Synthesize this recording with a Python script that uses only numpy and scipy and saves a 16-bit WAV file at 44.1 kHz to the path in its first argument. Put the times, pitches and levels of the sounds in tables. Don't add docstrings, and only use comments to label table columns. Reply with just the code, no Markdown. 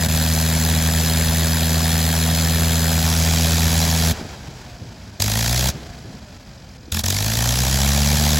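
import sys
import numpy as np
from scipy import signal
from scipy.fft import rfft, irfft, next_fast_len
from scipy.io import wavfile
from scipy.ndimage import uniform_filter1d, map_coordinates

SR = 44100
rng = np.random.default_rng(int(sys.argv[2]) if len(sys.argv) > 2 else 0)


def master(y):
    cut = np.clip(np.atleast_2d(y).T, -1, 1)
    pcm = np.round(cut * 32767)
    wavfile.write(sys.argv[1], SR, pcm.astype(np.int16))


N = 369999
TIME = np.arange(N) / SR
FULL_HZ = 81


# first firing and cut in seconds, rate the mixture sustains in Hz.
IGNITION = [(0, .068, 80.5), (.088, 4.116, 80.5), (5.203, 5.697, 84.55), (6.924, 7.015, 82.7),
            (7.041, 8.5, 82.7)]
def firing_rate(spin_up_s=0.892, warming_hz_per_s=0.234, coast_ports=133.8):
    rate = np.full(N, IGNITION[0][2])
    for first, cut, sustained_hz in IGNITION:
        goal = sustained_hz + warming_hz_per_s * TIME
        shortfall = np.interp(first, TIME, goal - rate)
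        rate = np.where(TIME >= first, goal - shortfall * np.exp((first - TIME) / spin_up_s), rate)
        at_cut = np.interp(cut, TIME, rate)
        rate = np.where(TIME > cut, at_cut / (1 + at_cut * np.abs(TIME - cut) / coast_ports), rate)
    return rate


def crank(rate):
    count = np.cumsum(rate) / SR
    lit = np.zeros(N)
    for first, cut, _ in IGNITION:
        at_first = np.interp(first, TIME, count)
        since = count - at_first
        started = since > -0.5
        count = np.where(started, since + np.ceil(at_first), count)
        lit[started & (np.round(since) <= np.interp(cut, TIME, since))] = 1
    return count, lit


def exhaust(rate, count, lit):
    flooded = lagged(1 - lit, seconds=1.36)
    surge_db = 0.08 * wobble(5.6)
    thump_db = speed_db(rate, full=-18.5, per_octave=3.9) + 0.93 * flooded
    bark_db = speed_db(rate, full=-29.5, per_octave=2) + 2.7 * flooded
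    crackle_db = speed_db(rate, full=-23, per_octave=0.65) + 2.1 * flooded
    angle = count - np.round(count)
    offset = angle / rate + 0.00017 * wobble(80)
    speed = rate / rate.max()
    charge = lit * strengths(count, own_db=-0.7, chance_db=-0.32)
    thumps = amp(thump_db) * thump(charge, count, lit)
    valve_open = lit * (angle > -0.27)
    jet = valve_open * strengths(count, own_db=-0.35, chance_db=0.5)
    leak = speed * np.minimum(1, 2 * lagged(valve_open, seconds=0.0071))
    ring = metal_ring(charge * speed ** 2, count, lit)
    blasts = amp(bark_db) * (bark(jet, leak, offset, lit) + amp(-10) * ring)
    blasts += amp(crackle_db) * crackle(jet * crackle_gain(count), leak, offset, lit)
    return amp(surge_db) * (thumps + mixture_drive() * blasts)


# level in dB at 1, 2, 3 .. times the firing rate.
PUFF_HARMONICS = [-0.5, -2, -12.5, -18.5, -16]
# frequency in Hz, level in dB.
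COWLING_COLOUR = [(20, -28), (40, -35), (52, -9.5), (68, 1.5), (100, 0.5), (160, -1), (185, -1), (215, 8),
                  (243, 3), (290, -32.5), (400, -26), (1000, -49)]
def thump(charge, count, lit):
    puff = sum(amp(db) * (np.cos(np.pi * k) - np.cos(2 * np.pi * k * count))
               for k, db in enumerate(PUFF_HARMONICS, 1))
    boom = unit_while_lit(coloured(charge * puff, COWLING_COLOUR), lit)
    return boom + amp(-15) * lagged(charge, seconds=0.0038) * noise(RUMBLE_COLOUR)


# frequency in Hz, level in dB.
BARK_COLOUR = [(100, -15.5), (280, 0.5), (390, -1.5), (520, 1.5), (720, 2), (950, -1.5), (1200, -2.5),
               (1500, -3.5), (1800, 1), (2100, -2), (2900, -3), (3800, -43), (8000, -47.5)]
def bark(jet, leak, offset, lit):
    flow = jet * blast(offset + 0.0005, rise=0.001, fall=0.0026) + 0.4 * leak
    return unit_while_lit(coloured(flow * turbulence(patchy_db=1.5), BARK_COLOUR), lit)


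# frequency in Hz, level in dB.
CRACKLE_COLOUR = [(1200, -57.5), (2600, -13), (3300, 1), (4500, 1), (6000, 1), (7500, 0), (9000, -5.5),
                  (12000, -3), (15800, -9.5)]
def crackle(jet, leak, offset, lit):
    flow = jet * blast(offset + 0.00048, rise=0.0019, fall=0.0012) + 0.79 * leak
    shocks = turbulence(patchy_db=2) * amp(1.44 * wobble(2500))
    return unit_while_lit(coloured(flow * shocks, CRACKLE_COLOUR), lit)


# time in seconds, extra crackle in dB.
HARD_FIRINGS = [(5.222, 8.5), (5.547, 1), (5.69, 2), (6.994, 6), (7.062, 5), (7.084, 4), (7.105, 7)]
def crackle_gain(count, catch_db=-0.5):
    port = np.round(count)
    catches = [(first, catch_db) for first, _, _ in IGNITION]
    return amp(sum(db * (port == port[int(s * SR)]) for s, db in HARD_FIRINGS + catches))


def mixture_drive(db_per_hz=0.35):
    drive_db = np.zeros(N)
    for first, _, sustained_hz in IGNITION:
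        drive_db[TIME >= first] = db_per_hz * (sustained_hz - FULL_HZ)
    return amp(drive_db)


# frequency in Hz, width in Hz, level in dB.
METAL_MODES = [(407, 15.5, -0.5), (495, 13, -0.5), (563, 55, 1.5), (715, 69, 1), (1720, 170, -8)]
def metal_ring(force, count, lit):
    def modes(hz):
        return sum((-1) ** k * amp(db) * 1j * hz * width / (centre ** 2 - hz ** 2 + 1j * hz * width)
                   for k, (centre, width, db) in enumerate(METAL_MODES))
    knocks = force * np.diff(np.floor(count), prepend=0).clip(0, 1)
    return unit_while_lit(filtered(knocks, modes), lit)


def turning_sounds(rate, count, lit):
    hot = lagged(lit, seconds=0.26)
    offset = (count - np.round(count)) / rate
    hiss_db = speed_db(rate, full=-39.7, per_octave=9.9) + 6 * hot
    low_db = speed_db(rate, full=-38, per_octave=4.6) + 0.5 * hot
    hiss = amp(hiss_db) * cylinder_hiss(count, offset)
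    lows = amp(low_db) * (pumping_puffs(count, offset) / 2 + propeller() + pumping_hum(rate, hot))
    return hiss + lows + gear_whine(rate, hot) + valve_hiss(offset)


# frequency in Hz, level in dB.
HISS_COLOUR = [(200, -17), (350, 9.5), (650, 8), (1000, 3.5), (1700, 2.5), (2600, -0.5), (4200, -1),
               (4900, -1), (6000, -3), (7500, -6), (10000, -13.5), (15800, -17.5)]
def cylinder_hiss(count, offset):
    flow = strengths(count, own_db=1.45, chance_db=1) * (blast(offset, rise=0.0013, fall=0.0027) + 9)
    return unit(flow * noise(HISS_COLOUR))


# frequency in Hz, level in dB.
RUMBLE_COLOUR = [(20, -28), (45, -0.5), (70, 2.5), (115, -1), (165, -4), (215, -2.5), (300, -10.5),
                 (600, -35.5), (2000, -80)]
def propeller():
    return unit(noise(RUMBLE_COLOUR) * amp(1.3 * wobble(14)))


def pumping_puffs(count, offset):
    strokes = blast(offset, rise=0.00085, fall=0.0015) * strengths(count, own_db=4, chance_db=-2)
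    return unit(coloured(strokes, COWLING_COLOUR))


def pumping_hum(rate, hot):
    level = amp(-9 + 2.6 * wobble(7.6)) * (1 - hot)
    return level * unit(np.sin(4 * np.pi * np.cumsum(rate) / SR + 0.6 * wobble(21)))


# start in seconds, level in dB, decay time in seconds.
AFTERBURNS = [(4.193, -29, 0.005), (4.212, -24.5, 0.0052), (4.248, -25, 0.0074), (4.47, -34.5, 0.025),
              (4.784, -36.5, 0.068), (5.736, -32, 0.045), (6.044, -34.5, 0.013), (6.076, -33, 0.02),
              (6.132, -38, 0.015), (6.877, -35, 0.0071)]
# frequency in Hz, level in dB.
BURBLE_COLOUR = [(30, -35), (90, 11), (320, 2.5), (520, -4.5), (900, -27), (3000, -57)]
def afterburns():
    swell = np.zeros(N)
    for start, db, decay_s in AFTERBURNS:
        age = np.maximum(TIME - start, 0) / decay_s
        swell += amp(db) * 2 * np.sqrt(age) * np.exp(-age)
    return swell * noise(BURBLE_COLOUR)


# frequency in Hz, gain in dB.
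PANEL_COLOUR = [(420, -8), (500, -3), (600, 0), (770, 0), (830, -9), (1000, -18)]
def gear_whine(rate, hot, teeth_per_port=12):
    teeth = teeth_per_port * np.cumsum(rate) / SR
    tone = np.sin(2 * np.pi * teeth + 0.9 * wobble(30))
    whine_db = speed_db(rate, full=-51.5, per_octave=1.8) + 1.5 * hot + 3.5 * wobble(18)
    return coloured(amp(whine_db) * tone, PANEL_COLOUR)


# frequency in Hz, level in dB.
VALVE_COLOUR = [(3000, -26), (4400, -10), (4900, -5), (5500, -11), (7000, -21), (12000, -62)]
def valve_hiss(offset):
    return amp(-53.5) * unit(blast(offset, rise=0.0015, fall=0.005) * noise(VALVE_COLOUR))


def grass_bounce(x, delay_s, share, soft_hz):
    def bounce(hz):
        return share * hz / (hz + 300) * np.exp(-2j * np.pi * hz * delay_s - hz / soft_hz)
    return filtered(x, lambda hz: 1 + bounce(hz))


# frequency in Hz, gain in dB.
SCATTER_COLOUR = [(80, -8), (300, 2), (1500, 10.5), (3500, -39), (6000, -31), (15000, -40)]
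def scatter(x, reverb_s=0.1):
    age = TIME[:SR // 8]
    tail = rng.standard_normal(len(age)) * amp(-60 * age / reverb_s)
    return coloured(signal.fftconvolve(x, tail / np.linalg.norm(tail))[:N], SCATTER_COLOUR)


def strengths(count, own_db, chance_db):
    port = np.round(count).astype(int)
    cylinder = rng.standard_normal(size=9)[port % 9]
    return amp(own_db * cylinder + chance_db * rng.standard_normal(size=1000)[port])


def blast(offset, rise, fall):
    surge = np.exp(-np.logaddexp(-offset / rise, offset / fall))
    return surge / surge.max()


def turbulence(patchy_db):
    spectra = signal.stft(rng.standard_normal(N), nperseg=512)[2]
    patches = uniform_filter1d(rng.standard_normal(spectra.shape), size=5, axis=0)
    patches = uniform_filter1d(patches, size=2, axis=1)
    return signal.istft(spectra * amp(patchy_db * unit(patches)), nperseg=512)[1][:N]


def speed_db(rate, full, per_octave):
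    return full + per_octave * np.log2(rate / FULL_HZ)


def amp(db):
    return 10 ** (np.asarray(db) / 20)


def unit(x):
    return x / np.sqrt(np.mean(x ** 2) + 1e-20)


def unit_while_lit(x, lit):
    return unit(x) * np.sqrt(lit.mean())


def wobble(rate):
    return map_coordinates(rng.standard_normal(int(N * rate / SR) + 4), [TIME * rate])


def lagged(x, seconds):
    keep = np.exp(-1 / (seconds * SR))
    return signal.lfilter([1 - keep], [1, -keep], x)


def filtered(x, response):
    size = 2 * next_fast_len(N // 2 + 8192)
    return irfft(rfft(x, size) * response(np.fft.rfftfreq(size, 1 / SR)), size)[..., :N]


def coloured(x, points):
    def response(hz):
        point_hz, db = np.transpose(points)
        cepstrum = irfft(np.log(amp(np.interp(np.log(hz + 1), np.log(point_hz), db))))
        fold = 1 + np.sign(len(cepstrum) // 2 - np.arange(len(cepstrum)))
        fold[0] = 1
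        return np.exp(rfft(cepstrum * fold))
    return filtered(x, response)


def noise(points):
    return unit(coloured(rng.standard_normal(N), points))


def twisted(pair, points):
    def response(hz):
        turns = np.interp(hz, *np.transpose(points))
        return np.exp(1j * np.pi * np.outer([1, -1], turns))
    return filtered(pair, response)


def scene():
    rate = firing_rate()
    count, lit = crank(rate)
    engine = exhaust(rate, count, lit) + turning_sounds(rate, count, lit) + afterburns()
    engine = grass_bounce(engine, delay_s=0.001238, share=0.31, soft_hz=4350)
    side = amp(-27) * scatter(engine)
    return np.array([engine + side, engine - side])


# frequency in Hz, gain in dB.
WIDE_LEFT = [(80, -0.9), (160, 0.5), (450, 0.5), (900, -2), (1700, 1.1), (2800, -1.4), (4200, -1.4),
             (6000, -1.5), (9000, 0.1)]
WIDE_RIGHT = [(80, -0.95), (160, -0.1), (450, -0.6), (900, -2.5), (1700, -1), (2800, -1.2), (4200, -1.5),
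              (6300, -6), (9000, 0.5)]
# frequency in Hz, phase in turns.
PAIR_PHASE = [(7450, 0), (9000, -.5), (10700, -1), (11600, -1), (13250, -1.5), (14900, -2)]
WIDE_PHASE = [(4400, -0.013), (5000, -0.18), (5900, -0.27), (6700, 0.02)]
def record(dry):
    zoom = np.interp(TIME, [2.9, 3.1], [0, 1])
    side = (dry[0] - dry[1]) / 2
    wide = np.array([coloured(dry[0] + side, WIDE_LEFT), coloured(dry[1] - side, WIDE_RIGHT)])
    heard = twisted(zoom * dry + (1 - zoom) * twisted(wide, WIDE_PHASE), PAIR_PHASE)
    return filtered(heard, lambda hz: hz < 15830)


dry = scene()
out = record(dry)
master(out)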